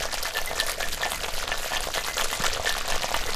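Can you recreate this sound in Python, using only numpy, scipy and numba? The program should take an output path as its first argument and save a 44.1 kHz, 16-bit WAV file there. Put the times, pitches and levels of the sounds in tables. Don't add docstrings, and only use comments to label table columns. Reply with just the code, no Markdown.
import sys
import numpy as np
from scipy import signal
from scipy.fft import rfft, irfft
from scipy.io import wavfile
from scipy.ndimage import uniform_filter1d
from numba import njit

SR = 44100
rng = np.random.default_rng(int(sys.argv[2]) if len(sys.argv) > 2 else 0)


def waveform_to_disk(signal):
    frames = np.transpose(np.atleast_2d(signal))
    scaled = np.clip(frames, -1, 1) * 32767
    samples = np.round(scaled).astype(np.int16)
    wavfile.write(sys.argv[1], SR, samples)


N = 147735

# (time [s], knock level [dB], clack level [dB], tick level [dB])
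STROKES = [(0.018, -43.5, -35, -45.5), (0.137, -37, -31.5, -43.5), (0.252, -39.5, -36.5, -43.5),
           (0.374, -36.5, -35, -41), (0.48, -45, -39.5, -43.5), (0.6, -36.5, -37.5, -44),
           (0.697, -36.5, -34.5, -39), (0.833, -35, -35, -41.5), (0.927, -64, -37.5, -41.5),
           (1.04, -34, -36.5, -49), (1.132, -37.5, -35, -37), (1.25, -36.5, -37.5, -46),
           (1.369, -43, -38.5, -42), (1.45, -40.5, -40.5, -53), (1.523, -38.5, -35, -50.5),
           (1.627, -41, -37, -40), (1.74, -35, -33.5, -42.5), (1.852, -40.5, -38.5, -43),
           (1.974, -35, -33, -40), (2.086, -37.5, -34, -39), (2.21, -33, -32, -39),
           (2.323, -40, -34.5, -39), (2.444, -32, -31.5, -43), (2.558, -37.5, -33.5, -45),
           (2.685, -32, -29.5, -42), (2.778, -37, -32.5, -43.5), (2.922, -33.5, -32, -43),
           (3.031, -35, -32, -44.5), (3.144, -40, -33.5, -46), (3.278, -35, -39.5, -44),
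           (3.345, -40, -46, -63)]
# (pitch [Hz], time to fade by 60 dB [s])
WALL_NOTES = [(1766, 0.097), (2035, 0.13)]
# (time [s], level [dB])
LOW_RINGS = [(0.086, -32), (0.124, -28), (0.254, -23), (0.351, -26), (0.359, -21), (0.369, -18),
             (0.387, -22), (0.519, -32), (0.557, -29), (0.589, -25), (0.602, -17), (0.636, -31),
             (0.685, -29), (0.827, -26), (0.84, -23), (1.032, -16), (1.076, -32), (1.517, -19),
             (1.526, -20), (1.708, -31), (1.735, -21), (1.759, -27), (1.775, -32), (1.939, -30),
             (1.98, -23), (2.181, -27), (2.195, -25), (2.303, -32), (2.328, -30), (2.403, -29),
             (2.438, -19), (2.448, -22), (2.477, -32), (2.658, -24), (2.672, -16), (2.702, -25),
             (2.725, -31), (2.91, -31), (2.922, -24), (3.044, -31), (3.144, -25), (3.274, -33)]
# (time [s], level [dB])
HIGH_RINGS = [(0.248, -37), (0.257, -32), (0.473, -26), (1.03, -29), (1.131, -34), (1.141, -31),
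              (1.983, -30), (2.086, -29), (2.099, -30), (2.138, -33), (2.332, -27), (3.145, -29),
              (3.275, -33), (3.291, -32)]
# (frequency [Hz], relative level [dB])
RUMBLE_SHAPE = [(4, 5), (12, 12.5), (25, 1), (50, -5), (110, -15), (190, -19.5), (340, -20.5), (600, -51.5)]
# (time [s], knock level [dB], knock pitch [Hz], clack level [dB], clack pitch [Hz], tick level [dB])
CUBE_BLOWS = [(0.0071, -22, 600, -25, 2800, -31), (0.0544, -19, 650, -26, 4700, -29),
              (0.1279, -25, 990, -19, 5100, -24), (0.1318, -22, 840, -17, 4200, -32),
              (0.1413, -18, 800, -14, 5000, -21), (0.2282, -35, 1190, -18, 5200, -18),
              (0.2319, -30, 1380, -15, 5100, -20), (0.2536, -20, 1090, -24, 4900, -28),
              (0.2651, -26, 880, -18, 4400, -26), (0.3482, -31, 1000, -19, 3600, -36),
              (0.3702, -27, 1520, -14, 3300, -22), (0.3802, -18, 1030, -17, 4300, -26),
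              (0.3875, -20, 950, -17, 3000, -30), (0.4154, -32, 560, -24, 5600, -21),
              (0.459, -33, 1410, -28, 6100, -18), (0.5127, -17, 740, -27, 3400, -36),
              (0.5326, -20, 720, -27, 4100, -37), (0.592, -29, 1260, -18, 3700, -37),
              (0.6001, -23, 1100, -7, 4400, -16), (0.6049, -21, 1510, -19, 2800, -26),
              (0.6098, -25, 1530, -14, 3100, -22), (0.6654, -33, 730, -29, 5200, -19),
              (0.683, -21, 1140, -25, 3800, -28), (0.6973, -30, 820, -21, 4900, -20),
              (0.7081, -29, 1390, -21, 3200, -24), (0.717, -27, 940, -23, 5100, -17),
              (0.8297, -28, 1290, -17, 3000, -30), (0.8862, -36, 680, -20, 3700, -25),
              (0.9291, -29, 1040, -20, 3300, -25), (0.9461, -41, 1180, -22, 3800, -24),
              (1.0112, -22, 960, -26, 4200, -35), (1.0171, -29, 890, -18, 3600, -29),
              (1.0318, -18, 1430, -13, 3800, -27), (1.0536, -16, 870, -16, 2800, -32),
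              (1.1189, -19, 1100, -19, 3500, -20), (1.1332, -20, 990, -24, 2500, -29),
              (1.2064, -32, 840, -22, 3100, -31), (1.2431, -21, 800, -20, 3000, -34),
              (1.2468, -26, 1320, -19, 3300, -34), (1.2833, -18, 850, -23, 3400, -32),
              (1.2892, -19, 950, -28, 3200, -36), (1.3802, -22, 860, -22, 4200, -35),
              (1.4784, -19, 1140, -16, 3600, -27), (1.4921, -20, 790, -29, 4300, -41),
              (1.5182, -17, 730, -15, 2700, -33), (1.5253, -25, 1490, -19, 2900, -33),
              (1.5762, -36, 910, -19, 3700, -28), (1.6306, -27, 940, -21, 2900, -34),
              (1.6607, -22, 740, -28, 3300, -34), (1.7203, -17, 810, -29, 4000, -38),
              (1.7336, -20, 900, -24, 4000, -36), (1.7604, -19, 910, -20, 3200, -30),
              (1.7673, -21, 880, -15, 2900, -34), (1.7712, -26, 1240, -16, 3000, -34),
              (1.8056, -21, 780, -22, 4000, -20), (1.8294, -35, 610, -22, 4500, -23),
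              (1.841, -21, 1310, -24, 3500, -30), (1.8711, -19, 570, -29, 4600, -32),
              (1.8865, -20, 710, -27, 4400, -30), (1.9397, -29, 1230, -18, 3700, -34),
              (1.9434, -31, 870, -24, 6500, -22), (1.9493, -24, 1120, -15, 4200, -27),
              (1.9802, -15, 980, -20, 4100, -26), (1.9915, -23, 1500, -17, 3000, -32),
              (2.0391, -32, 710, -19, 4700, -30), (2.0463, -26, 1090, -18, 3500, -31),
              (2.0841, -19, 990, -25, 2700, -29), (2.181, -25, 940, -11, 3400, -21),
              (2.2114, -21, 870, -14, 3100, -25), (2.2201, -18, 800, -21, 2900, -33),
              (2.2433, -32, 950, -18, 4400, -16), (2.3016, -31, 1240, -20, 3200, -34),
              (2.3293, -14, 970, -22, 3100, -23), (2.4383, -18, 1030, -18, 5700, -20),
              (2.4439, -12, 910, -18, 3100, -25), (2.4495, -23, 1380, -18, 3000, -26),
              (2.4662, -22, 1280, -17, 3700, -29), (2.5367, -31, 1340, -17, 5800, -26),
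              (2.5488, -29, 1080, -18, 3200, -33), (2.5745, -20, 770, -28, 3100, -38),
              (2.5974, -16, 700, -27, 3900, -33), (2.6478, -21, 760, -30, 3300, -35),
              (2.6578, -20, 1190, -17, 3300, -28), (2.6727, -16, 1420, -18, 3500, -25),
              (2.6789, -22, 1190, -18, 3200, -28), (2.6927, -20, 790, -17, 3500, -22),
              (2.697, -23, 810, -15, 4600, -22), (2.7253, -25, 1270, -17, 3800, -22),
              (2.74, -29, 1280, -19, 3900, -29), (2.7696, -20, 810, -27, 3600, -34),
              (2.7795, -26, 1000, -19, 4200, -28), (2.7835, -27, 720, -20, 3700, -24),
              (2.8109, -19, 1140, -21, 2900, -35), (2.8791, -21, 1020, -27, 3100, -22),
              (2.886, -26, 810, -20, 4300, -25), (2.9221, -18, 880, -15, 2900, -24),
              (2.9433, -19, 680, -25, 4300, -32), (2.9798, -21, 1210, -19, 3800, -32),
              (3.0208, -24, 850, -18, 4300, -31), (3.0335, -25, 950, -17, 2700, -29),
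              (3.0436, -12, 790, -23, 5500, -27), (3.0897, -21, 900, -27, 3100, -37),
              (3.1074, -20, 840, -26, 4000, -27), (3.1158, -17, 720, -25, 2700, -34),
              (3.1428, -10, 970, -14, 2900, -23), (3.1462, -12, 1150, -15, 3200, -27),
              (3.1624, -19, 750, -17, 3500, -30), (3.1658, -18, 770, -23, 3800, -23),
              (3.2149, -34, 1070, -21, 3900, -29), (3.2388, -25, 1300, -20, 3400, -30),
              (3.3046, -35, 1190, -21, 3900, -25), (3.3337, -27, 1220, -18, 4000, -36),
              (3.3449, -22, 960, -15, 4800, -22)]
# (time [s], peak level [dB])
ARM_SWINGS = [(0.211, -29), (0.44, -24.5), (0.66, -27), (0.888, -25.5), (1.11, -29), (1.35, -21.5),
              (1.59, -24.5), (1.796, -30), (2.028, -25.5), (2.254, -22.5), (2.489, -22), (2.726, -21.5),
              (2.958, -23), (3.198, -23.5)]
# (time [s], peak level [dB], pitch [Hz])
BUMPS = [(1.337, -34, 87), (1.584, -45, 81), (1.87, -49, 255), (2.401, -22.5, 173), (2.597, -29, 75),
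         (2.947, -35, 104)]

KNOCK, CLACK, TICK = 1, 2, 3
REST_DB = {KNOCK: -43.5, CLACK: -41.5, TICK: -53.5}


def from_db(db):
    return 10 ** (np.asarray(db) / 20)


def unit_level(x):
    return x / np.sqrt(np.mean(x ** 2))


def wander(per_s):
    hold = int(SR / per_s)
    steps = np.repeat(rng.standard_normal(20000), hold)[:N]
    return unit_level(uniform_filter1d(steps, hold))


@njit
def add_pings(size, start, phase_step, decay, gain):
    out = np.zeros(size)
    for k in range(len(start)):
        wave = gain[k] * decay[k] * np.e + 0j
        turn_and_fade = np.exp(1j * phase_step[k] - decay[k])
        first = int(start[k])
        for n in range(min(int(9 / decay[k]), size - first)):
            out[first + n] += n * wave.imag
            wave *= turn_and_fade
    return out


def pings(times, hz, gain, cycles):
    hz = np.clip(hz, 20, .45 * SR)
    decay = 9 * hz / (cycles * SR)
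    return add_pings(N, np.clip(times * SR, 0, N - 1), 2 * np.pi * hz / SR, decay, gain)


def pile_up(kind, rise_s=.042, fall_s=.039):
    strokes = np.array(STROKES)
    samples = np.arange(0, N, 64)
    since = samples / SR - strokes[:, :1]
    swells = np.exp(-(since / np.where(since < 0, rise_s, fall_s)) ** 2)
    power = from_db(REST_DB[kind]) ** 2 + (from_db(strokes[:, [kind]]) ** 2 * swells).sum(axis=0)
    return np.interp(np.arange(N), samples, np.sqrt(power))


def contacts(kind, low_hz, high_hz, per_s, scatter_db, cycles):
    gap, pitch, size, side = rng.random((40000, 4)).T
    times = np.cumsum(-np.log(1 - gap)) / per_s
    hz = low_hz * (high_hz / low_hz) ** pitch
    size_db = scatter_db * np.minimum(-np.log(1 - size), 3.5)
    gain = from_db(size_db) * np.sign(side - .5) * (times < N / SR)
    gain *= (hz / low_hz) ** .64
    return unit_level(pings(times, hz, gain, cycles)) * pile_up(kind)


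def ice_rattle():
    knocks = contacts(KNOCK, low_hz=406, high_hz=1708, per_s=500, scatter_db=3.5, cycles=6)
    clacks = contacts(CLACK, low_hz=1469, high_hz=7433, per_s=4000, scatter_db=5, cycles=10)
    ticks = contacts(TICK, low_hz=6481, high_hz=14486, per_s=8000, scatter_db=7.5, cycles=18)
    bunch_db = 1.5 * wander(per_s=40)
    crunch_db = 2.5 * wander(per_s=250)
    rattle = (knocks + clacks + ticks) * from_db(bunch_db + crunch_db)
    return signal.sosfilt(signal.butter(2, 380, "high", fs=SR, output="sos"), rattle)


def resonate(taps, hz, fade_s):
    fade, step = 1000 ** (-1 / (fade_s * SR)), 2 * np.pi * hz / SR
    return signal.lfilter([0, np.sin(step)], [1, -2 * fade * np.cos(step), fade * fade], taps)


def steel_wall(taps_per_s=560, hum_db=(-34, -46)):
    out, t = np.zeros(N), np.arange(N) / SR
    for (hz, fade_s), rings, db in zip(WALL_NOTES, (LOW_RINGS, HIGH_RINGS), hum_db):
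        taps = rng.standard_normal(N) * (rng.random(N) < taps_per_s / SR)
        taps /= np.std(resonate(taps, hz, fade_s))
        out += resonate(taps * pile_up(CLACK) * from_db(db), hz, fade_s)
        times, ring_db = np.array(rings).T
        latest = np.searchsorted(times, t) - 1
        swing = (latest >= 0) * from_db(ring_db[latest]) * 1000 ** (-abs(t - times[latest]) / fade_s)
        bend = 1 + .004 * wander(per_s=40)
        out += swing * np.sin(2 * np.pi * hz / SR * np.cumsum(bend))
    return out


def rumble(start_db=-37, growth_db_per_s=1.5, flicker_db=2):
    t = np.arange(N) / SR
    hz = np.maximum(np.arange(N // 2 + 1) * SR / N, 1)
    shape_hz, shape_db = np.array(RUMBLE_SHAPE).T
    tone_db = np.interp(np.log(hz), np.log(shape_hz), shape_db, left=-40, right=-90)
    noise = unit_level(irfft(rfft(rng.standard_normal(N)) * from_db(tone_db), N))
    return noise * from_db(start_db + growth_db_per_s * t + flicker_db * wander(per_s=9))


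def kitchen_echo(sound, level_db=-11, fade_s=.16, delay_s=.001):
    t = np.arange(SR // 2) / SR
    tail = rng.standard_normal(len(t)) * 1000 ** (-t / fade_s) * (t > delay_s)
    tail = signal.lfilter(*signal.butter(1, 14000, fs=SR), tail)
    tail /= np.sqrt(np.sum(tail ** 2))
    return signal.fftconvolve(sound, tail)[:N] * from_db(level_db)


def cube_blows(chips=6, chip_db=-11, tick_hz=10370, pitch_spread=.23, lag_s=.0008):
    times, knock_db, knock_hz, clack_db, clack_hz, tick_db = np.array(CUBE_BLOWS).T
    knocks = pings(times, knock_hz, from_db(knock_db), cycles=4.5)
    clacks = pings(times, clack_hz, from_db(clack_db), cycles=8)
    thuds = pings(times, .4 * knock_hz, from_db(knock_db - 18.5), cycles=3)
    out = knocks + clacks + thuds
    chip_gain = from_db(clack_db + chip_db)
    tick_gain = from_db(tick_db) / np.sqrt(chips / 2)
    for clack_shift, tick_shift, lag in rng.standard_normal((len(times), 3, chips)).T:
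        late, side = times + lag_s * abs(lag), np.sign(lag)
        out += pings(late, clack_hz * np.exp(pitch_spread * clack_shift), side * chip_gain, cycles=8)
        out += pings(late, tick_hz * np.exp(pitch_spread * tick_shift), side * tick_gain, cycles=18)
    return out


def arm_lurches(width_s=.018, turn_s=1.7):
    out, t = np.zeros(N), np.arange(N) / SR
    for time, db in ARM_SWINGS:
        offset = (t - time) / width_s
        pulse = (1 - offset ** 2) * np.exp(-offset ** 2 / 2)
        out += from_db(db) * np.sign(turn_s - time) * pulse
    return out


def microphone_bumps():
    times, db, hz = np.array(BUMPS).T
    return pings(times, hz, from_db(db), cycles=3)


def scene():
    shaker = ice_rattle() + cube_blows() + steel_wall()
    return (shaker + kitchen_echo(shaker) + rumble() + arm_lurches() + microphone_bumps())[None]


def record(dry):
    ceiling = .45
    rounded = ceiling * np.tanh(dry / ceiling)
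    softened = signal.sosfilt(signal.butter(4, 14300, fs=SR, output="sos"), rounded)
    return signal.sosfilt(signal.ellip(8, .2, 70, 15000, fs=SR, output="sos"), softened)


dry = scene()
out = record(dry)
waveform_to_disk(out)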